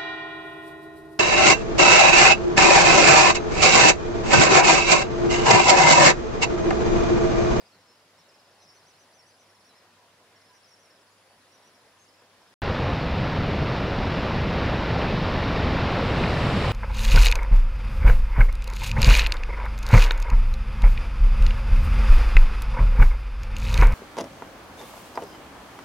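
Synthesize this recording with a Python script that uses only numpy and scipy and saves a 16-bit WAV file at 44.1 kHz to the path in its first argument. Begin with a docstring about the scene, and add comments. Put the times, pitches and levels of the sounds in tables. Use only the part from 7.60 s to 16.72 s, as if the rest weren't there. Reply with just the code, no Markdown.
"""A quiet scrub meadow, then, after an instant of silence, a canal sluice. In the meadow, distant air washes
over a low hum, bush crickets rasp their wings and small birds chip and whistle. At the sluice, water plunges
from the gates into a concrete basin: it rumbles, and the air it drags under rings as bubbles. The water grows
louder as the microphone walks closer, and slaps the surface twice. At the end the sound opens wider and turns
brighter."""
import sys
import numpy as np
from scipy import signal
from scipy.fft import rfft, irfft, next_fast_len
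from scipy.io import wavfile
from scipy.ndimage import uniform_filter1d, map_coordinates

SR = 44100
rng = np.random.default_rng(int(sys.argv[2]) if len(sys.argv) > 2 else 0)


def materialize(psi):
    """Save the field psi as 16-bit PCM at rate SR to the path in sys.argv[1].

    A 1-D psi becomes a single channel; in a 2-D psi each row is a channel.
    """
    bounded = np.clip(np.atleast_2d(psi).T, -1, 1)
    quanta = np.round(bounded * 32767).astype(np.int16)
    wavfile.write(sys.argv[1], SR, quanta)


N = 402191
MEADOW_END_S, SLUICE_START_S = 4.941, 5.019


def amp(db):
    """Turn decibels (dB) into a number to multiply a sound by."""
    return 10 ** (np.asarray(db) / 20)


def unit(x):
    """Scale a sound so its average strength (rms) is 1."""
    return x / np.sqrt(np.mean(x ** 2) + 1e-20)


def along(points, hz):
    """Read between (Hz, value) points, with octaves evenly spaced."""
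    point_hz, values = np.transpose(points)
    return np.interp(np.log(hz + 1), np.log(point_hz + 1), values)


def wobble(rate):
    """A smooth random curve through `rate` new values a second."""
    return map_coordinates(rng.standard_normal(int(N * rate / SR) + 4), [np.arange(N) * rate / SR])


def ramp(start_s):
    """Seconds gone by since start_s, zero before it."""
    return np.maximum(np.arange(N) / SR - start_s, 0)


def filtered(x, response):
    """Multiply each frequency in a sound by response(hz)."""
    size = next_fast_len(N + SR // 2)
    return irfft(rfft(x, size) * response(np.fft.rfftfreq(size, 1 / SR)), size)[..., :N]


def coloured(x, spectrum):
    """Shape a sound's tone with (Hz, dB) points, then scale it to strength 1."""
    return unit(filtered(x, lambda hz: amp(along(spectrum, hz))))


def patchy(depth_db):
    """White noise with random louder and softer patches in time and pitch."""
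    grid = signal.stft(rng.standard_normal(N), nperseg=512)[2]
    patches = uniform_filter1d(rng.standard_normal(grid.shape), size=6, axis=0)
    patches = uniform_filter1d(patches, size=10, axis=1)
    return unit(signal.istft(grid * amp(depth_db * unit(patches)), nperseg=512)[1][:N])


def add(track, s, sound):
    """Mix a sound into a track, starting at s seconds."""
    start = round(s * SR)
    part = sound[max(-start, 0):N - start]
    track[max(start, 0):][:len(part)] += part


def air(level_db=-59.5, left_lead_s=.00004):
    """The far-off wash of open country, wide in the treble, reaching the left ear first."""
    # The tone of the wash. Each row: frequency in Hz, relative level in dB.
    tone = [(25, -30), (50, -13), (75, -12), (150, -3), (420, -1.5), (540, 2), (850, -1.5), (1000, 0),
            (1150, -3), (1750, -3.5), (2300, -6.5), (5000, -9.5), (9000, -18.5), (15700, -26)]
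    # How alike the two ears are. Each row: frequency in Hz, likeness from 0 to 1.
    likeness = [(200, .96), (800, 0.93), (1500, 0.58), (2900, 0.31), (5500, 0.022)]
    spread = lambda hz: np.arccos(np.clip(along(likeness, hz), -1, 1)) / 2
    shares = lambda hz: [np.cos(spread(hz)), np.sin(spread(hz))]
    noise = np.array([patchy(depth_db=1.46), patchy(depth_db=.5)])
    mid, side = filtered(noise, lambda hz: amp(along(tone, hz)) * shares(hz))
    ears = np.array([mid + side, mid - side])
    ears = filtered(ears, lambda hz: np.exp(1j * np.pi * hz * left_lead_s * np.array([[1], [-1]])))
    return amp(level_db + .45 * wobble(3.06)) * unit(ears)


def hum(pitch_hz=98.6, level_db=-78):
    """A faint low tone that wavers in loudness and pitch."""
    gain = amp(level_db + 1.3 * wobble(7.84))
    phase = 2 * np.pi * np.cumsum(pitch_hz + 2 * wobble(8.2)) / SR
    return gain * unit(np.sin(phase))


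def wing_rasp(lower_by_hz):
    """Each stroke of a cricket's wings is a burst of high, narrow noise."""
    # The tone of a wing. Each row: frequency in Hz, relative level in dB.
    tone = [(8800, -35), (9550, -11), (9850, -1), (10450, 0), (10750, -7), (11300, -28), (12500, -60)]
    stroke_hz = 149.5 + .86 * wobble(2)
    strokes = amp(3.7 * np.cos(2 * np.pi * np.cumsum(stroke_hz) / SR))
    noise = coloured(rng.standard_normal((2, N)), [(hz - lower_by_hz, db) for hz, db in tone])
    return unit(strokes * noise)


def crickets(swell_s=.58):
    """Bush crickets to the left: a steady chorus, and a nearer one that swells and stops dead."""
    # The near cricket's buzzes. Each row: start in seconds, stop in seconds.
    buzzes = [(0.6, 2.18), (2.4, 4.51), (4.6, 4.95)]
    t = np.arange(N) / SR
    effort = sum(np.minimum(ramp(start) / swell_s, 1) * (t < stop) for start, stop in buzzes)
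    chorus = amp(-78.5) * wing_rasp(lower_by_hz=0)
    near = amp(-76.5) * effort * wing_rasp(lower_by_hz=110)
    return (chorus + near) * amp([[2.5], [-1.5]])  # left, right


def note(hz, db, rough):
    """A bird's whistle swells and fades along a pitch path, with a fast quiver."""
    swell = signal.windows.tukey(len(hz), .7)
    quiver, flutter = unit(uniform_filter1d(rng.standard_normal((2, len(hz))), size=130, axis=1))
    phase = 2 * np.pi * np.cumsum(hz * (1 + rough * quiver)) / SR
    return amp(db) * unit(swell * amp(2 * flutter) * np.sin(phase))


def arch(length_s, top_hz, bend, crest=0):
    """A pitch path that rises to a crest (-1 is the start, 1 the end) and falls away."""
    position = np.linspace(-1, 1, int(length_s * SR))
    crest = crest + rng.uniform(-.12, .12)
    away = np.abs(position - crest) / (1 + abs(crest))
    return top_hz * (1 - bend * rng.uniform(.8, 1.2) * away ** 1.7)


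def near_birds(call_gap_s=.127, flick_gap_s=.054, sag_hz=100, fade_db=1.5):
    """Evenly paced calls, slurred answers, and runs of flicks that sink and fade."""
    # One bird's repeated calls. Each row: middle of the first call in seconds, number of calls,
    # top pitch in Hz, relative level in dB.
    phrases = [(0.6, 1, 5600, -66), (1.032, 4, 6120, -64.5), (1.56, 3, 6100, -65.5), (2.08, 1, 5750, -65.5),
               (2.959, 3, 6000, -66.5), (3.938, 2, 5950, -66.5)]
    # Another's answers. Each row: middle and length in seconds, top pitch in Hz, relative level in dB.
    slurs = [(0.3, .12, 5320, -68), (1.105, .096, 5470, -60), (1.602, .046, 5600, -62),
             (2.174, .08, 5300, -68), (2.877, 0.092, 5300, -68), (3.044, 0.035, 5420, -64),
             (3.128, 0.063, 5580, -62), (3.718, 0.075, 4660, -71), (4.419, .09, 6400, -67)]
    # Quick downward flicks. Each row: middle of the first flick in seconds, number of flicks,
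    # first top pitch in Hz, first relative level in dB.
    runs = [(0.01, 2, 5150, -60.5), (0.37, 3, 5250, -68), (0.695, 4, 5450, -62.5), (1.9, 3, 5620, -66),
            (2.765, 2, 5650, -65), (3.255, 8, 5660, -63), (4.152, 3, 5430, -70), (4.492, 3, 5400, -64.5),
            (4.825, 3, 5500, -68)]
    notes = [(s + k * call_gap_s, arch(.078, hz, bend=.23), db)
             for s, count, hz, db in phrases for k in range(round(count))]
    notes += [(s, arch(length, hz, bend=.081), db) for s, length, hz, db in slurs]
    notes += [(s + k * flick_gap_s, arch(.024, hz - k * sag_hz, bend=.15, crest=-.6), db - k * fade_db)
              for s, count, hz, db in runs for k in range(round(count))]
    track = np.zeros(N)
    for middle_s, path, db in notes:
        add(track, middle_s - len(path) / SR / 2, note(path, db, rough=.007))
    return amp(-2.5) * track


def flock(near, count=380, memory_s=.3):
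    """A flock farther back twitters in tiny flicks, louder while the near birds call."""
    track = np.zeros(N)
    for when, pitch, span, slope, strength, kind in rng.random((count, 6)):
        high = kind < .14  # a few flicks are higher and softer
        centre_hz = (7000 + 1400 * pitch) if high else (3700 + 1850 * np.sqrt(pitch))
        position = np.linspace(-1, 1, int((.012 + .02 * span) * SR))
        glide = .07 - .18 * slope  # most fall
        flick = note(centre_hz * (1 + glide * position), 6 * strength - 6 * high, rough=.012)
        add(track, when * MEADOW_END_S, flick)
    calling = np.sqrt(np.abs(uniform_filter1d(near ** 2, int(memory_s * SR))))
    return np.hypot(amp(-86), amp(-6) * calling) * unit(track)


def far_birds():
    """Distant birds slide through short whistles."""
    # The whistles. Each row: start and length in seconds, first and last pitch in Hz,
    # relative level in dB.
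    whistles = [(.1, 0.085, 4400, 3970, -70), (2.075, .07, 4130, 3910, -69), (2.099, .14, 1890, 1980, -74),
                (2.347, 0.13, 1016, 940, -69), (2.658, 0.16, 2140, 2020, -75),
                (2.851, .16, 1690, 1550, -72), (2.877, 0.077, 1000, 980, -66.5),
                (3.5, 0.032, 7200, 6600, -74), (4.41, .03, 7870, 7210, -73), (4.42, .06, 6400, 6800, -77.5)]
    track = np.zeros(N)
    for s, length, start_hz, end_hz, db in whistles:
        add(track, s, note(np.linspace(start_hz, end_hz, int(length * SR)), db - 2.5, rough=.012))
    return track


def among_trees(x, echo_db, fade_s):
    """A sound plus its scatter from leaves and trunks, different at each ear."""
    t = np.arange(SR // 2) / SR
    tail = rng.standard_normal((2, len(t))) * amp(-60 * t / fade_s) * (1 - np.exp(-t / .0038))
    tail /= np.linalg.norm(tail[0])
    return x + amp(echo_db) * signal.fftconvolve(x[None], tail, axes=1)[:, :N]


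def birds():
    """All the birds among the trees; the distant ones echo longer."""
    near, far = near_birds(), far_birds()
    chatter = among_trees(near + flock(near), echo_db=-6.5, fade_s=.068)
    return chatter + among_trees(far, echo_db=0, fade_s=.6)


def plunge():
    """The falling jet pounds the basin and makes it rumble."""
    # The tone of the rumble. Each row: frequency in Hz, relative level in dB.
    tone = [(12, -14), (24, -4), (40, -3), (60, 0), (85, 1.5), (102, -1), (145, 0), (210, -4.5),
            (300, -12.5), (400, -19.5), (800, -73)]
    return amp(-27 + .31 * wobble(10)) * coloured(patchy(depth_db=.54), tone)


def bubbles(count, low_hz, high_hz, cycles, spread_db):
    """Air pockets ring for a few cycles, rising in pitch as they near the surface."""
    when, pitch, strength, span = rng.random((count, 4)).T[:, :, None]
    hz = low_hz * (high_hz / low_hz) ** pitch
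    t = np.arange(int(np.clip(3 * cycles / low_hz * SR, 64, 1500))) / SR
    age = t * hz / (cycles * (.5 + span))
    gain = amp(spread_db * np.minimum(-np.log(1 - strength), 5)) * hz / low_hz  # a few stand out
    phase = 2 * np.pi * hz * t * (1 + .065 * np.minimum(age, 2))
    ring = gain * np.exp(-3 * age) * (1 - np.exp(-20 * age)) * np.sin(phase)
    start = (SLUICE_START_S + when * (N / SR - SLUICE_START_S)) * SR
    index = start.astype(int) + np.arange(len(t))
    track = np.bincount(index.ravel(), ring.ravel(), N)[:N]  # add up all the rings
    return track / np.std(track[round(SLUICE_START_S * SR):])


def froth(surge):
    """Air dragged under by the jet gurgles as large bubbles."""
    # The tone of the froth. Each row: frequency in Hz, relative level in dB.
    tone = [(120, -25), (260, 6), (370, 1.5), (520, 3), (720, 0), (1150, -3), (1500, -5.5), (1900, -12),
            (2500, -24.5), (4000, -63)]
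    gurgle = amp(-9) * bubbles(count=5000, low_hz=350, high_hz=2600, cycles=6, spread_db=1.5)
    return amp(-31.5 + .72 * surge) * coloured(patchy(depth_db=0) + gurgle, tone)


def fizz(surge):
    """Tiny bubbles ring high and short, making a crackle."""
    # The tone of the fizz. Each row: frequency in Hz, relative level in dB.
    tone = [(1000, -56), (1700, 1), (2200, 1), (2800, -0.5), (3300, -4.5), (3750, -4), (4900, -10.5),
            (5500, -13.5), (6100, -23.5), (6700, -26), (8400, -37.5), (10800, -38.5), (13500, -48),
            (15700, -56)]
    crackle = amp(-9) * bubbles(count=14000, low_hz=1800, high_hz=7500, cycles=4, spread_db=2.2)
    return amp(-39 + .15 * surge) * coloured(patchy(depth_db=.34) + crackle, tone)


def wide_fizz():
    """Fine fizz comes from the whole width of the pool."""
    # The tone of the fine fizz. Each row: frequency in Hz, relative level in dB.
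    tone = [(1100, -36), (1700, -33), (3500, 2), (5000, 11), (6500, 1), (8000, -32)]
    return amp(-68.5) * coloured(rng.standard_normal(N), tone)


def hiss():
    """A thin, high hiss in the right ear only."""
    # The tone of the hiss. Each row: frequency in Hz, relative level in dB.
    tone = [(10000, -40), (11400, -10), (12200, 0), (13200, -5), (14200, -12), (15700, -20)]
    return amp(-71.2) * coloured(rng.standard_normal(N), tone) * np.array([[0], [1]])


def nearness(start_s=5.56, distance_m=10.6, speed_m_per_s=.8):
    """How many times stronger the water sounds as the walk shortens the distance."""
    return distance_m / np.maximum(distance_m - speed_m_per_s * ramp(start_s), 1)


def slaps(fade_s=.025):
    """A lump of water smacks the surface with a short, broad crack."""
    # The smacks. Each row: start in seconds, pitch in Hz, peak level in dB.
    smacks = [(7.416, 2100, -23), (8.638, 1800, -17)]
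    track, t = np.zeros(N), np.arange(SR // 30) / SR
    for s, hz, db in smacks:
        band = signal.butter(4, [hz * .6, hz * 1.45], "band", fs=SR, output="sos")
        crack = signal.sosfilt(band, amp(-60 * t / fade_s) * rng.standard_normal(len(t)))
        add(track, s, amp(db) * crack / np.max(np.abs(crack)))
    return track


def late_width(split_hz=1200):
    """Near the end the sound opens wide between the ears: first the highs, then the lows."""
    # The tone of the wide sound. Each row: frequency in Hz, relative level in dB.
    tone = [(100, -35), (350, -11), (800, -8), (2000, -4), (2900, 0), (4000, -4), (5500, -13), (6500, -22),
            (9000, -32), (15000, -45)]
    rush = coloured(rng.standard_normal(N), tone)
    lows = filtered(rush, lambda hz: 1 / (1 + (hz / split_hz) ** 4))
    return amp(-42) * ramp(start_s=8.2) * (rush - lows) + amp(-35.5) * ramp(start_s=8.68) * lows


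def spray():
    """Bursting foam sizzles very high, growing steadily near the end."""
    # The tone of the spray. Each row: frequency in Hz, relative level in dB.
    tone = [(4500, -40), (6200, -2), (7500, 2.5), (8500, -3), (10200, -6), (11500, -11.5), (13000, -19.5),
            (15500, -32)]
    droplets = amp(-7) * bubbles(count=12000, low_hz=5500, high_hz=14000, cycles=3, spread_db=2.5)
    return amp(-55) * ramp(start_s=8.21) * coloured(patchy(depth_db=1) + droplets, tone)


def sluice():
    """All the water, louder as we come closer; the fizz grows faster than the rumble."""
    surge = wobble(7)  # the churning water heaves, lifting froth and fizz together
    near = nearness()
    centre = near * (plunge() + froth(surge)) + near ** 1.43 * fizz(surge)
    sides = np.array([[1], [-1]])  # opposite signs at the two ears sound wide
    pool = centre + near * wide_fizz() * sides + slaps()
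    return pool + late_width() * sides + spray() + near * hiss()


def scene():
    """The meadow, a blink of silence, then the sluice."""
    t = np.arange(N) / SR
    meadow = air() + hum() + crickets() + birds()
    return meadow * (t < MEADOW_END_S) + sluice() * (t >= SLUICE_START_S)


def record(dry):
    """Cut away the very highest treble, above about 15.7 kHz."""
    return filtered(dry, lambda hz: np.clip((15720 - hz) / 100 + .5, 0, 1))


dry = scene()
out = record(dry)
materialize(out)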